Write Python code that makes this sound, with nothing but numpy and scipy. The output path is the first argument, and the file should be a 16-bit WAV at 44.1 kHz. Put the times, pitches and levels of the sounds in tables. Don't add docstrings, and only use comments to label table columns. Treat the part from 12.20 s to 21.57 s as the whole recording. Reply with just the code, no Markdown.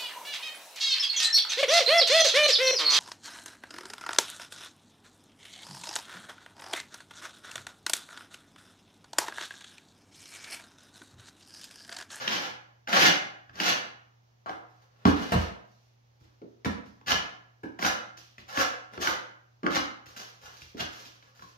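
import sys
import numpy as np
from scipy import signal
from scipy.io import wavfile
from scipy.ndimage import uniform_filter1d

SR = 44100
rng = np.random.default_rng(int(sys.argv[2]) if len(sys.argv) > 2 else 0)


def unload_audio(sound):
    columns = np.transpose(np.atleast_2d(sound))
    steps = np.round(np.clip(columns, -1, 1) * 32767)
    wavfile.write(sys.argv[1], SR, steps.astype(np.int16))


def to_linear_factor(level_db):
    exponent = np.asarray(level_db, float) / 20
    return 10 ** exponent


N = 413216

# pitch_hz, density_db (per Hz)
GRIT_COLOUR = [(59, -80), (100, -60), (202, -13.5), (284, -27.5), (527, -0.5), (639, -7.5), (741, -8),
               (1160, 1.5), (1440, -0.5), (1850, -3.5), (2900, -3.5), (6120, -8.5), (8420, -29.5),
               (14700, -21.5), (16300, -47.5)]
# pitch_hz, width_hz, level_db
BLADE_MODES = [(748, 100, 10.5), (980, 9.6, -2), (1410, 210, 3), (1594, 36, 6.5), (1690, 36, 8.5),
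               (2063, 14, 5.5), (2889, 18, 0), (2918, 10, 6), (3030, 15, -0.5), (3860, 18, -0.5),
               (5690, 74, -3.5), (6300, 100, -1.5)]
# pitch_hz, width_hz, level_db
WALL_MODES = [(194, 160, 8.5), (212, 38, 3), (323, 34, 9.5), (390, 42, 1), (472, 120, -1.5),
              (637, 110, -1.5)]
EAR_LAG = 18


def evened(x):
    return x / np.sqrt(np.mean(x ** 2) + 1e-20)


def drift(samples):
    once = uniform_filter1d(rng.standard_normal(N), samples)
    return evened(uniform_filter1d(once, samples))


def read(points, hz):
    f, value = np.transpose(points)
    return np.interp(np.log(hz + 1), np.log(f + 1), value)


def colour(x, db_of_hz):
    gain_db = db_of_hz(abs(np.fft.fftfreq(4096, 1 / SR)))
    log_gain = np.log(to_linear_factor(np.maximum(gain_db, -90)))
    taps = np.fft.ifft(np.exp(np.conj(signal.hilbert(log_gain)))).real[:2048]
    return signal.oaconvolve(x, taps)[:len(x)]


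def below(x, hz):
    return signal.sosfiltfilt(signal.butter(2, hz, fs=SR, output="sos"), x)


def above(x, hz):
    return signal.sosfilt(signal.butter(2, hz, "highpass", fs=SR, output="sos"), x)


def ring(x, hz, width):
    width = max(width, 7.5)
    pole = np.exp((-np.pi * width + 2j * np.pi * hz) / SR)
    return 2 * signal.lfilter([1 - abs(pole)], [1, -pole], x).real


def body(x, modes):
    return sum(to_linear_factor(db) * ring(x, hz, width) for hz, width, db in modes)


def pair(frame, count):
    # pitch_hz, correlation (-1 to 1)
    likeness = [(60, 0.91), (130, 1), (290, -0.43), (640, -.35), (1410, -0.74), (3100, -0.094),
                (16000, -0.61)]
    a, b, c, d = rng.standard_normal((count, frame // 2 + 1, 4)).T
    same = np.clip(read(likeness, np.fft.rfftfreq(frame, 1 / SR)), -.99, .99)[:, None]
    left = a + 1j * b
    right = same * left + np.sqrt(1 - same ** 2) * (c + 1j * d)
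    return np.array([left, right])


def quiet():
    # pitch_hz, density_db (per Hz)
    air_colour = [(25, -7.5), (70, 8.5), (150, -2), (350, -2), (800, -0.5), (2200, -9.5), (4000, -12),
                  (6300, -11.5), (8200, -32.5), (10500, -29.5), (13000, -21), (16000, -24)]
    air_db, hum_hz, hum_db = -69, 118.8, -64.5
    z = pair(1024, count=N // 256 + 5)
    patches = rng.standard_normal(z.shape[:0:-1]).T
    patches = evened(uniform_filter1d(uniform_filter1d(patches, 14, 0), 12, 1))
    z *= to_linear_factor(read(air_colour, np.fft.rfftfreq(1024, 1 / SR))[:, None] + 0.5 * patches)
    air = signal.istft(z, nperseg=1024, noverlap=768)[1][:, :N]
    level = np.sqrt(2) * to_linear_factor(hum_db + 0.8 * drift(3000))
    hum = level * np.sin(2 * np.pi * hum_hz * np.arange(N) / SR)
    return to_linear_factor(air_db) * evened(air) + hum


def room(x, wet_db):
    # pitch_hz, t60_s
    decay = [(100, 0.54), (260, 0.52), (700, 0.62), (1840, 0.55), (4850, 0.41), (8000, 0.38), (12000, 0.31),
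             (16000, 0.25)]
    # delay_s, level_db
    near_walls = [(.0031, -10), (.0072, -9), (.0105, -11), (.0163, -11), (.023, -12)]
    t, hz = np.arange(260) * 128 / SR, np.fft.rfftfreq(512, 1 / SR)
    fade = to_linear_factor(-60 * t / read(decay, hz)[:, None])
    z = pair(512, count=780)
    out = np.array([x, 0.85 * np.roll(x, EAR_LAG)])
    for k in range(3):
        fresh = z[:, :, 260 * k:260 * (k + 1)]
        tail = signal.istft(fresh * fade, nperseg=512, noverlap=384)[1]
        tail *= np.clip(np.arange(tail.shape[1]) / SR / 0.0041 - 0.3, 0, 1)
        tail *= to_linear_factor(wet_db) / np.linalg.norm(tail[0])
        scatter = rng.uniform(-0.91, 1, (len(near_walls), 3))
        for (s, db), (shift, skew, sign) in zip(near_walls, scatter):
            at = s * SR + 30 * shift
            tail[[0, 1], [round(at), round(at + 20 * skew)]] += to_linear_factor(db) * np.sign(sign)
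        turn = np.sqrt(2 / 3) * np.cos(2 * np.pi * (3.3 * np.arange(N) / SR + k / 3))
        out += signal.oaconvolve((x * turn)[None], tail, axes=1)[:, :N]
    return out * to_linear_factor(-6.5)


def contacts():
    # start_s, tick_db, tick_hz, boom_db (floor)
    taps = [(0.0765, -13, 3380, -70), (0.163, -21.5, 2960, -70), (0.6736, -22.5, 1550, -77),
            (1.2935, -37.5, 1490, -69), (1.3546, -37, 4556, -72), (1.3998, -10, 1480, -85),
            (2.2616, -38, 830, -81.5), (2.2926, -19, 768, -69.5), (4.4467, -36, 1723, -54.5),
            (4.665, -54, 1540, -66), (4.811, -41, 872, -93.5), (4.8666, -41.5, 3180, -62),
            (4.881, -27, 2190, -58), (4.9178, -11, 2970, -52.5), (5.5901, -20, 770, -72),
            (5.6248, -14, 1360, -67), (5.6459, -8.5, 1470, -55), (5.974, -37.5, 6150, -76),
            (6.1809, -35, 2160, -67), (6.3727, -10.5, 980, -55), (6.8712, -10.5, 1430, -61),
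            (7.865, -40.5, 1725, -69), (7.963, -35, 1500, -100), (8.2334, -39, 850, -68.5),
            (8.4171, -39, 2680, -62.5), (8.6054, -21.5, 2950, -56), (8.855, -39, 2620, -76),
            (9.0243, -43.5, 2320, -82), (9.193, -41, 1190, -71), (9.2211, -31.5, 1030, -71.5)]
    # start_s, tick_db, thud_db, thud_hz, boom_db (floor)
    blows = [(2.852, -4, -12.5, 241, -34), (2.863, -17.5, -27.5, 335.6, -48.5),
             (3.12, -18, -25.5, 233, -46), (3.1478, -44, -28.5, 198, -31), (4.0091, -56, -64.5, 307, -67),
             (4.2157, -46, -43, 334, -82.5), (4.4561, -18, -31, 252, -44.5), (5.434, -59, -35, 290, -65),
             (6.7757, -24.5, -39, 304, -56), (7.431, -29, -27.5, 303, -70), (7.4636, -11, -23.5, 307, -62),
             (7.565, -12, -37, 274, -56.5), (8.545, -46, -38.5, 272, -65)]
    edge = [(s, db, hz, db - 25.5, 290, boom_db) for s, db, hz, boom_db in taps]
    blunt = [(s, db, 3.64 * hz, thud_db, hz, boom_db) for s, db, thud_db, hz, boom_db in blows]
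    return edge + blunt


def knocks():
    # pitch_hz, width_hz, level_db
    floor_modes = [(60.4, 8, -1.5), (83.4, 11, 2), (118, 26, -2)]
    tick, thud, boom = np.zeros((3, N + 4000))
    t = np.arange(4000) / SR
    for s, tick_db, tick_hz, thud_db, thud_hz, boom_db in contacts():
        at = round(s * SR)
        noise = rng.standard_normal(4000)
        crack = noise * np.exp(-t / 0.0021) * np.minimum(t / 0.0032, 1)
        dry_tick = 0.36 * ring(crack, tick_hz, 2.0 * tick_hz)
        ringing_tick = 2.1 * ring(crack, tick_hz, 0.22 * tick_hz)
        tick[at:at + 4000] += to_linear_factor(tick_db) * (dry_tick + ringing_tick)
        push = noise[::-1] * t / 0.0058 * np.exp(-t / 0.005)
        rough = 3.93 * ring(ring(push, thud_hz, 0.5 * thud_hz), thud_hz, 2.4 * thud_hz)
        smooth = np.sin(2 * np.pi * thud_hz * t) * t / 0.0052 * np.exp(-t / 0.002)
        thud[at:at + 4000] += to_linear_factor(thud_db) * (smooth + rough)
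        boom[at + 200] += to_linear_factor(boom_db)
    tick = colour(tick, lambda hz: read(GRIT_COLOUR, hz))
    tick = tick + 0.41 * body(tick, BLADE_MODES)
    thud = above(thud + 1.1 * body(thud, WALL_MODES), 150)
    boom = body(body(boom, floor_modes), floor_modes) * SR / (2 * np.pi * 4.5)
    return to_linear_factor(14) * tick[:N], to_linear_factor(9) * thud[:N], to_linear_factor(3.5) * boom[:N]


def touch(drive, kind, start, swell, land_db, top_db, flat_db):
    lift, wall_db, plaster_db, sharp_db, drumming = kind
    t = np.arange(0, swell + 45 / lift, 1 / SR)[:drive.shape[1] - round(start * SR)]
    after = np.maximum(t - swell, 0)
    climb = np.minimum(t / swell, 1) ** 0.57
    level_db = land_db + (top_db - land_db) * climb - lift * after
    dulling_db = 3.5 * np.minimum(after / 0.044, 1)
    shares_db = (0, wall_db + drumming * flat_db, plaster_db + flat_db,
                 sharp_db + 0.13 * flat_db - dulling_db)
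    on = np.clip(t / 0.00091, 0, 1) * np.clip((t[-1] - t) / 0.014, 0, 1)
    return round(start * SR), on * to_linear_factor([level_db + share for share in shares_db])


def hand():
    # start_s, swell_s, landing_db, top_pressure_db, flatness_db
    strokes = [(0.0, 0.076, -35, -44.5, 7), (0.074, 0.073, -36.5, -30, 3.5), (0.17, 0.092, -37, -38.5, 6.5),
               (0.672, 0.091, -47, -25, 10.5), (0.765, 0.1, -28.5, -13.5, 0), (1.33, 0.076, -72.5, -36, 11),
               (1.398, 0.0078, -16.5, -26.5, -4), (1.43, 0.074, -34.5, -22, 2.5),
               (4.86, 0.046, -50, -20.5, 3.5), (7.5, 0.063, -41, -29.5, 3), (8.57, 0.033, -52, -29.5, 5.5)]
    corners = [
        (5.588, 0.074, -52, -30, -2),
        (6.27, 0.14, -66.5, -32, 0.5),
        (6.79, 0.029, -63, -33, -6),
        (6.84, 0.039, -43.5, -32.5, -1.5),
    ]
    drags = [(2.26, 0.045, -55.5, -59.5, 15), (2.7, 0.18, -99, -54, 4.5), (2.856, 0.049, -33.5, -42.5, 2),
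             (2.96, 0.28, -44, -44, -8.5), (3.12, 0.025, -19.5, -48, 4.5), (4.0, 0.038, -77, -71.5, -5),
             (4.215, 0.041, -77, -95, -13), (4.447, 0.027, -21, -50.5, 5.5),
             (5.432, 0.014, -48, -76.5, 16.5), (6.18, 0.014, -35, -54.5, -11.5),
             (6.715, 0.05, -54, -56.5, 2), (7.432, 0.096, -57.5, -61, 17.5)]
    brushes = [(2.48, 0.15, -87.5, -79, 18), (3.44, 0.12, -85, -75.5, -7), (3.6, 0.087, -81, -82.5, -12),
               (4.0, 0.028, -75.5, -71.5, 9), (4.655, .02, -62, -68, -15),
               (5.97, 0.0059, -33, -54.5, -17.5), (7.858, 0.039, -59, -60, 7), (7.95, 0.026, -74, -48, 0),
               (8.21, 0.039, -65, -57, 8.5), (8.3, 0.094, -67, -60, -10), (8.41, .02, -50, -63.5, -13),
               (8.7, 0.12, -57, -55.5, 2.5), (8.85, 0.014, -48, -65.5, -20),
               (9.02, 0.073, -77.5, -78, 16.5), (9.15, 0.13, -67.5, -63.5, 3)]
    # lift_db_per_s, wall_db, plaster_db, sharp_db, drumming (wall dB per flatness dB)
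    firm = (448.5, -5.5, -3.5, -9.5, 0.55)
    crumbly = (413.5, -5, 10.5, -1, -0.44)
    resting = (254, 8, 7, -10.5, 0.39)
    light = (107.5, -3, 3, 2, 0.5)
    drive = np.zeros((4, N))
    for rows, kind in ((strokes, firm), (corners, crumbly), (drags, resting), (brushes, light)):
        for row in rows:
            at, part = touch(drive, kind, *row)
            drive[:, at:at + part.shape[1]] += part
    return drive


def sand(per_s, spread_db):
    size = to_linear_factor(spread_db * np.minimum(rng.exponential(1, N), 3.9)) * rng.choice([-1., 1.], N)
    return evened(size * (rng.random(N) < per_s / SR))


def scrape():
    pressure, hollow, plaster, sharp = hand()
    judder = to_linear_factor(3.5 * drift(250))
    grit = colour(sand(1800, 3.6) * judder, lambda hz: read(GRIT_COLOUR, hz))
    dull = below(grit, 4800)
    deep = below(dull, 1950)
    wall = above(body(sand(650, 2.4) * judder, WALL_MODES), 140)
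    edge = to_linear_factor(-4) * pressure * evened(dull - deep)
    edge += to_linear_factor(0.5) * sharp * evened(grit - dull)
    edge += to_linear_factor(-7.5) * plaster * evened(deep)
    bite = np.tanh((pressure + plaster) / to_linear_factor(-39.5))
    steel = body(bite * edge, BLADE_MODES)
    return edge + steel + to_linear_factor(-6) * hollow * evened(wall)


def scene():
    tick, thud, boom = knocks()
    far = room(scrape() + to_linear_factor(-1) * tick + thud, wet_db=3.9)
    near_tick = to_linear_factor(-6) * np.array([tick, np.roll(tick, EAR_LAG)])
    return far + near_tick + to_linear_factor(-19) * thud + boom + quiet()


def band_limit(x):
    return signal.sosfilt(signal.butter(12, 16640, fs=SR, output="sos"), x)


def record(dry):
    # pitch_hz, left_minus_right_db
    balance = [(60, 3.5), (100, -1.5), (180, -4.5), (310, -3), (550, 1), (950, -2), (1650, -1), (2860, 0.0),
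               (4970, -5), (8640, 4), (15000, -1)]
    # pitch_hz, side_gain_db
    narrowing = [(40, -15), (150, -5.5), (300, -1), (600, -1), (1200, -3), (2200, -1), (16000, -3.5)]
    left = colour(dry[0], lambda hz: 0.5 * read(balance, hz))
    right = colour(dry[1], lambda hz: -0.5 * read(balance, hz))
    lift = to_linear_factor(read(narrowing, np.fft.rfftfreq(512, 1 / SR)))[:, None]
    side = signal.istft(signal.stft(left - right, nperseg=512)[2] * lift)[1][:N]
    ports = np.array([left + right + side, left + right - side]) / 2
    ports = above(ports, 45)
    treble_cut = signal.firwin(511, 15850, window=("kaiser", 9), fs=SR)
    ports = signal.oaconvolve(ports, treble_cut[None], "same", 1)
    power = uniform_filter1d((ports ** 2).mean(0), 2000)
    power_db = 10 * np.log10(abs(power) + 1e-12)
    over_db = 0.21 * np.maximum(power_db + 13.5, 0)
    creep = np.arange(N) * 2.3 / SR
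    cut_db = np.maximum.accumulate(over_db + creep) - creep
    mix = ports / to_linear_factor(uniform_filter1d(cut_db, 400))
    return band_limit(mix)


dry = scene()
out = record(dry)
unload_audio(out)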